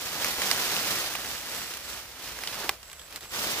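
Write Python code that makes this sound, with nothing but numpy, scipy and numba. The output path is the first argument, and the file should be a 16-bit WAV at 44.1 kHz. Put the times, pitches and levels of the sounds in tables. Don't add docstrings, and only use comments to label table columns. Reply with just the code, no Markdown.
import sys
import numpy as np
from scipy import signal
from scipy.fft import rfft, irfft
from scipy.io import wavfile
from numba import njit

SR = 44100
rng = np.random.default_rng(int(sys.argv[2]) if len(sys.argv) > 2 else 0)


def generate_wav(sig):
    pcm = np.round(np.clip(np.atleast_2d(sig).T, -1, 1) * 32767).astype(np.int16)
    wavfile.write(sys.argv[1], SR, pcm)


def level_to_linear(level):
    exponent = np.asarray(level, float) / 20
    return 10 ** exponent


N = 158760
LAG_SPREAD_MS = 0.075


def level(x, db):
    return x * level_to_linear(db) / np.sqrt(np.mean(x ** 2))


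def butter(x, order, hz, kind):
    return signal.sosfilt(signal.butter(order, hz, kind, fs=SR, output="sos"), x)


def colour(x, points, share=0.99):
    points = np.array(points, float)
    hz = np.maximum(np.fft.rfftfreq(8192, 1 / SR), 1)
    db = share * np.interp(np.log(hz), np.log(points[:, 0]), points[:, 1])
    cepstrum = irfft(db * np.log(10) / 20)
    cepstrum[1:4096] *= 2
    cepstrum[4097:] = 0
    impulse = irfft(np.exp(rfft(cepstrum)))
    return signal.fftconvolve(np.atleast_2d(x), impulse[None], axes=1)[:, :N]


@njit
def ring(n, at, lag, turn, fade, size):
    out = np.zeros((2, n))
    for g in range(len(at)):
        step = np.exp(1j * turn[g] - fade[g])
        for port in range(2):
            start = at[g] + port * lag[g]
            first = int(np.ceil(start))
            z = size[g] * np.exp((1j * turn[g] - fade[g]) * (first - start))
            for j in range(max(first, 0), min(n, first + int(6 / fade[g]))):
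                out[port, j] += z.imag
                z *= step
    return out


def grains(s, hz, t60, size, lag_ms):
    columns = np.broadcast_arrays(s, hz, t60, size, lag_ms)
    s, hz, t60, size, lag_ms = (np.ascontiguousarray(a, float).ravel() for a in columns)
    turn = 2 * np.pi * np.minimum(hz, 0.45 * SR) / SR
    return ring(N, s * SR, lag_ms * SR / 1000, turn, np.log(1000) / (t60 * SR), size)


# frequency in Hz, density in dB per Hz.
AIR_SPECTRUM = [(25, -4), (45, 4), (80, -7), (150, -6), (250, -20), (500, -7), (5000, -16), (15500, -17.5)]


def field():
    rumble_hz, width_hz = 61.5, 27
    mid, side, low, wind = rng.standard_normal((4, N))
    apart = np.array([[1], [-1]])
    side = butter(side, 1, 1500, "high") + 0.27 * wind
    hiss = colour(mid + side * apart, AIR_SPECTRUM)
    band = [rumble_hz - width_hz / 2, rumble_hz + width_hz / 2]
    rumble = butter(low + 0.077 * wind * apart, 2, band, "band")
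    return butter(level(hiss, -51) + level(rumble, -58.5), 2, 32, "high")


# start in seconds, length in seconds, level in dB.
CHIRPS = [
    (1.2, 0.2, -2),
    (1.48, 0.22, -1),
    (1.794, 0.17, -3),
    (2.804, 0.27, -5),
    (3.17, 0.17, -3),
]


def cricket():
    rate_hz, wing_hz, wing_t60_s, strokes = 170, 7770, 0.015, 700
    rise_s, stop_s, level_db = 0.071, 0.006, -47.5
    s = np.arange(strokes) / rate_hz
    force, jitter, detune = rng.standard_normal((strokes, 3)).T
    swell = np.zeros(strokes)
    for start, length, db in CHIRPS:
        rise = np.clip((s - start) / rise_s, 0, 1)
        stop = np.clip((start + length - s) / stop_s, 0, 1)
        swell += rise * stop * level_to_linear(db)
    size = swell * level_to_linear(level_db + 8 + 2.8 * force)
    x = grains(s + 0.00016 * jitter, wing_hz * (1 + 0.0046 * detune), wing_t60_s, size, -0.04)
    return butter(x, 1, [7350, 8250], "band")


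# time in seconds, effort in dB.
MOVES = [
    [(0, -36), (.08, -34.5), (.13, -34.5), (.27, -29), (.36, -32), (.43, -28), (.56, -28.5), (.75, -29.5),
     (.97, -29.5)],
    [(1.1, -34.5), (1.2, -34.5), (1.32, -35), (1.4, -38.5), (1.52, -35), (1.68, -37.5), (1.83, -42),
     (1.92, -38.5), (1.99, -39)],
    [(2.06, -45.5), (2.18, -44), (2.27, -37), (2.35, -40), (2.46, -38), (2.52, -35.5)],
    [(2.56, -36), (2.63, -34), (2.68, -36), (2.74, -43), (2.78, -53.5)],
    [(2.9, -50), (2.97, -52.5), (3.1, -49.5), (3.17, -40), (3.2, -56.5), (3.23, -40.5)],
    [(3.29, -50), (3.325, -39), (3.35, -32), (3.43, -30), (3.5, -30.5), (3.56, -32.5), (3.6, -28.5)],
]
# tilt in dB per octave, lag of the right port in ms.
PLACES = [
    (0.82, 0.12),
    (0.86, 0.099),
    (0.48, 0.057),
    (-0.5, 0.06),
    (-0.5, -0.026),
    (0.24, 0.17),
]


def place(s):
    move = np.searchsorted([m[0][0] for m in MOVES[1:]], s)
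    return np.array(PLACES)[move].T


# time in seconds, peak in dB, pitch
# in Hz, decay (t60) in seconds.
RUSTLES = [(0.052, -28, 2200, 0.08), (0.065, -22, 2100, 0.08), (0.216, -23, 1470, 0.08),
           (0.299, -18, 2190, 0.08), (0.332, -18, 1920, 0.08), (0.383, -16, 900, 0.08),
           (0.417, -18, 5610, 0.08), (0.428, -20, 2120, 0.08), (0.549, -17, 2170, 0.08),
           (0.599, -19, 1420, 0.08), (0.632, -23.5, 630, 0.08), (0.667, -18, 1950, 0.08),
           (0.721, -25, 584, 0.08), (0.765, -11, 3480, 0.08), (0.796, -21, 5520, 0.08),
           (0.834, -13, 2940, 0.08), (0.89, -27, 2050, 0.08), (0.957, -23, 2350, 0.08),
           (1.024, -21, 1850, 0.08), (1.186, -21, 684, 0.08), (1.247, -17, 2030, 0.08),
           (1.267, -25, 912, 0.08), (1.29, -27.5, 713, 0.08), (1.305, -26, 990, 0.08),
           (1.409, -29, 907, 0.08), (1.447, -30, 1450, 0.08), (1.488, -27, 1590, 0.08),
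           (1.495, -26, 5490, 0.08), (1.53, -25, 2000, 0.08), (1.558, -32, 1330, 0.08),
           (1.61, -20, 2190, 0.08), (1.635, -25, 2040, 0.08), (1.87, -28, 2710, 0.08),
           (1.899, -25, 5200, 0.08), (1.923, -28, 5050, 0.08), (1.96, -31, 2330, 0.08),
           (2.087, -37, 1490, 0.08), (2.153, -39, 904, 0.08), (2.181, -36, 2010, 0.08),
           (2.22, -35, 2360, 0.08), (2.241, -27, 4130, 0.08), (2.408, -29, 2710, 0.08),
           (.072, -24, 3900, .06), (.134, -21, 5600, .08), (.156, -15, 880, .2), (.8, -19, 4800, .2),
           (2.29, -28, 2400, .08), (2.473, -12, 3800, .03), (2.484, -22, 3600, .04),
           (2.525, -25, 900, 0.075), (2.57, -20, 800, .14), (2.578, -21, 2000, .1), (2.608, -22, 1100, .14),
           (2.62, -21, 800, .14), (2.59, -22, 1100, .12), (2.612, -23, 2200, .14), (2.64, -22, 500, .1),
           (2.636, -19, 1500, .12), (2.655, -18, 1100, .1), (3.168, -35, 1500, 0.025),
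           (3.255, -32, 1200, 0.05), (3.36, -26, 1090, .06), (3.39, -28, 4800, 0.039),
           (3.426, -21, 2500, 0.069), (3.469, -33, 1000, .06), (3.495, -25, 4500, .05),
           (3.57, -26, 1500, .05), (3.588, -22, 3000, .05)]


def folds(count=40):
    level_db, spread_octaves, cycles = -10, 0.28, 11
    s, db, hz, t60 = np.array(RUSTLES).T[:, :, None]
    when, sign = np.moveaxis(rng.random((len(s), count, 2)), 2, 0)
    detune, aside = np.moveaxis(rng.standard_normal((len(s), count, 2)), 2, 0)
    late = when ** 1.4 * t60 / 2
    pitch = hz * 2 ** (spread_octaves * detune)
    size = level_to_linear(db + level_db - 60 * late / t60) * (2 * sign - 1) * np.sqrt(pitch / 1600)
    lag = place(s[:, 0])[1][:, None] + LAG_SPREAD_MS / 2 * aside
    return grains(s + late, pitch, cycles / pitch, size, lag)


def splinters(s, db, t60, tilt, lag_ms, count=120):
    s, db, t60, tilt, lag_ms = (a[:, None] for a in (s, db, t60, tilt, lag_ms))
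    when, pitch, sign, aside = np.moveaxis(rng.random((len(s), count, 4)), 2, 0)
    late = when ** 1.35 * t60 / 2
    hz = 900 * 18 ** pitch
    size = level_to_linear(db - 60 * late / t60 + tilt * np.log2(hz / 7000)) * (2 * sign - 1)
    return grains(s + late, hz, 4 / hz, size, lag_ms + LAG_SPREAD_MS * (2 * aside - 1))


# time in seconds, peak in dB, pitch in Hz, tilt in dB per octave.
CRACKS = [(0.132, -26, 5200, 3), (0.2442, -7, 2250, 6), (0.4172, -10.5, 2900, 3), (0.512, -3, 5100, 4),
          (1.1357, -20, 1700, 10), (1.1509, -11.5, 2580, 3), (1.736, -22, 2900, 3),
          (1.7695, -17.5, 6170, 9), (2.2572, -26, 3860, 4), (2.3869, -22, 1610, 1.5),
          (2.4348, -19.5, 2340, 1), (2.4724, -20, 3830, 6), (2.6394, -27, 5500, 3), (2.7444, -44, 3540, 0),
          (2.8009, -44, 1530, 2.6), (2.8285, -25, 2780, 5), (2.8977, -31, 4600, 2),
          (2.9144, -28, 3480, 6.5), (2.9293, -24.5, 2330, 3.5), (2.994, -26.5, 3480, 4),
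          (3.0146, -31, 1810, 0.5), (3.1064, -33, 3400, 7), (3.1245, -23, 3870, 4), (3.1587, -18, 3950, 8),
          (3.207, -28, 3560, 7), (3.31, -35, 1360, 1), (3.3317, -40, 3870, 11), (3.3452, -22, 3750, 3)]


def cracks():
    late_s, ring_db, splinter_db, cycles, t60_s = 0.0012, -9, -0.5, 7, 0.026
    s, db, hz, tilt = np.array(CRACKS).T
    s = s + late_s
    lag = place(s)[1]
    rings = grains(s, hz, cycles * 3 / hz, level_to_linear(db + ring_db), lag)
    shower = splinters(s, db + splinter_db, np.full(len(s), t60_s), tilt, lag)
    return butter(rings + shower, 2, 900, "high")


# frequency in Hz, level in dB, decay (t60) in seconds.
TWIG = [(420, -24, 0.012), (830, -20, 0.014), (1150, -2.5, 0.015), (1470, -3.5, 0.012), (3550, -4, 0.0045),
        (5530, -4, 0.0071), (7900, -6, 0.0088), (13800, -1, 0.0046)]


def snap():
    at_s, level_db, click_hz, ring_db, splinter_db, t60_s = 2.6929, 0, 2580, -13, -12, 0.03
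    hz, db, t60 = np.array(TWIG).T
    click = grains(at_s, click_hz, 0.0012, level_to_linear(level_db), 0.0098)
    wood = grains(at_s + 0.000309, hz, t60, level_to_linear(db + level_db + ring_db), 0.013)
    one = np.ones(1)
    shower = splinters(at_s * one, (level_db + splinter_db) * one, t60_s * one, one, 0.015 * one)
    return butter(click + wood + shower, 2, 560, "high")


def crunches(count=200):
    level_db, scatter_db, t60_s = -10, 1.8, 0.07
    when, strength = rng.random((2, 3, count))
    kick = np.zeros((3, N))
    db = level_db + scatter_db * np.minimum(-np.log(strength), 2.5)
    kick[np.arange(3)[:, None], (when * N).astype(int)] = level_to_linear(db)
    return 1 + signal.lfilter([1], [1, -np.exp(-np.log(1000) / (t60_s * SR))], kick)


# frequency in Hz, density in dB per Hz.
LEAF_SPECTRUM = [(59, -44), (100, -9), (275, -8), (539, -5.5), (912, -5.5), (1280, -4), (5450, -4),
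                 (8850, -9.5), (15300, -7)]


def leaves(count=90000):
    cycles, scatter_db = 1.26, 1.5
    when, pitch, strength, sign = rng.random((count, 4)).T
    aside, blur = rng.standard_normal((count, 2)).T
    s = when * N / SR
    hz = 120 * 150 ** np.sqrt(pitch)
    zone = np.clip(np.log2(hz / 700) / 1.6 + 0.4 * blur, 0, 2).astype(int)
    crunch = crunches()[zone, (s * SR).astype(int)]
    effort_s, effort_db = np.concatenate([np.array(m) for m in MOVES]).T
    tilt, lag = place(s)
    db = np.interp(s, effort_s, effort_db) + tilt * np.log2(hz / 3000)
    db += scatter_db * np.minimum(-np.log(strength), 4.5)
    even = hz / 3000 / np.sqrt(np.log(hz / 110))
    size = level_to_linear(db) * even * crunch * np.sign(sign - 0.5)
    ticks = grains(s, hz, cycles * 3 / hz, size, lag + LAG_SPREAD_MS * aside)
    effort = level_to_linear(np.interp(np.arange(N) / SR, effort_s, effort_db))
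    return level(colour(ticks, LEAF_SPECTRUM), 10 * np.log10(np.mean(effort ** 2)) + 1)


def scene():
    ground_ms, ground_db = 2.5, -10
    breaks = cracks() + snap()
    echo = np.roll(breaks, int(ground_ms * SR / 1000), axis=1) * level_to_linear(ground_db)
    return field() + cricket() + folds() + breaks + echo + leaves()


def roll_off(x):
    return signal.sosfilt(signal.butter(12, 16660, fs=SR, output="sos"), x)


# frequency in Hz, left minus right in dB.
PORTS = [(50, -2), (150, 1.7), (500, -0.5), (1200, -1.9), (2500, -4), (5000, -5.5), (8000, -2),
         (12000, 2.9)]


def record(dry):
    top_hz = 15480
    left, right = colour(dry[0], PORTS, 0.5), colour(dry[1], PORTS, -0.5)
    x = np.concatenate([left, right])
    x = colour(x, [(top_hz, 0), (top_hz + 40, -35), (16600, -46)])
    return roll_off(x)


dry = scene()
out = record(dry)
generate_wav(out)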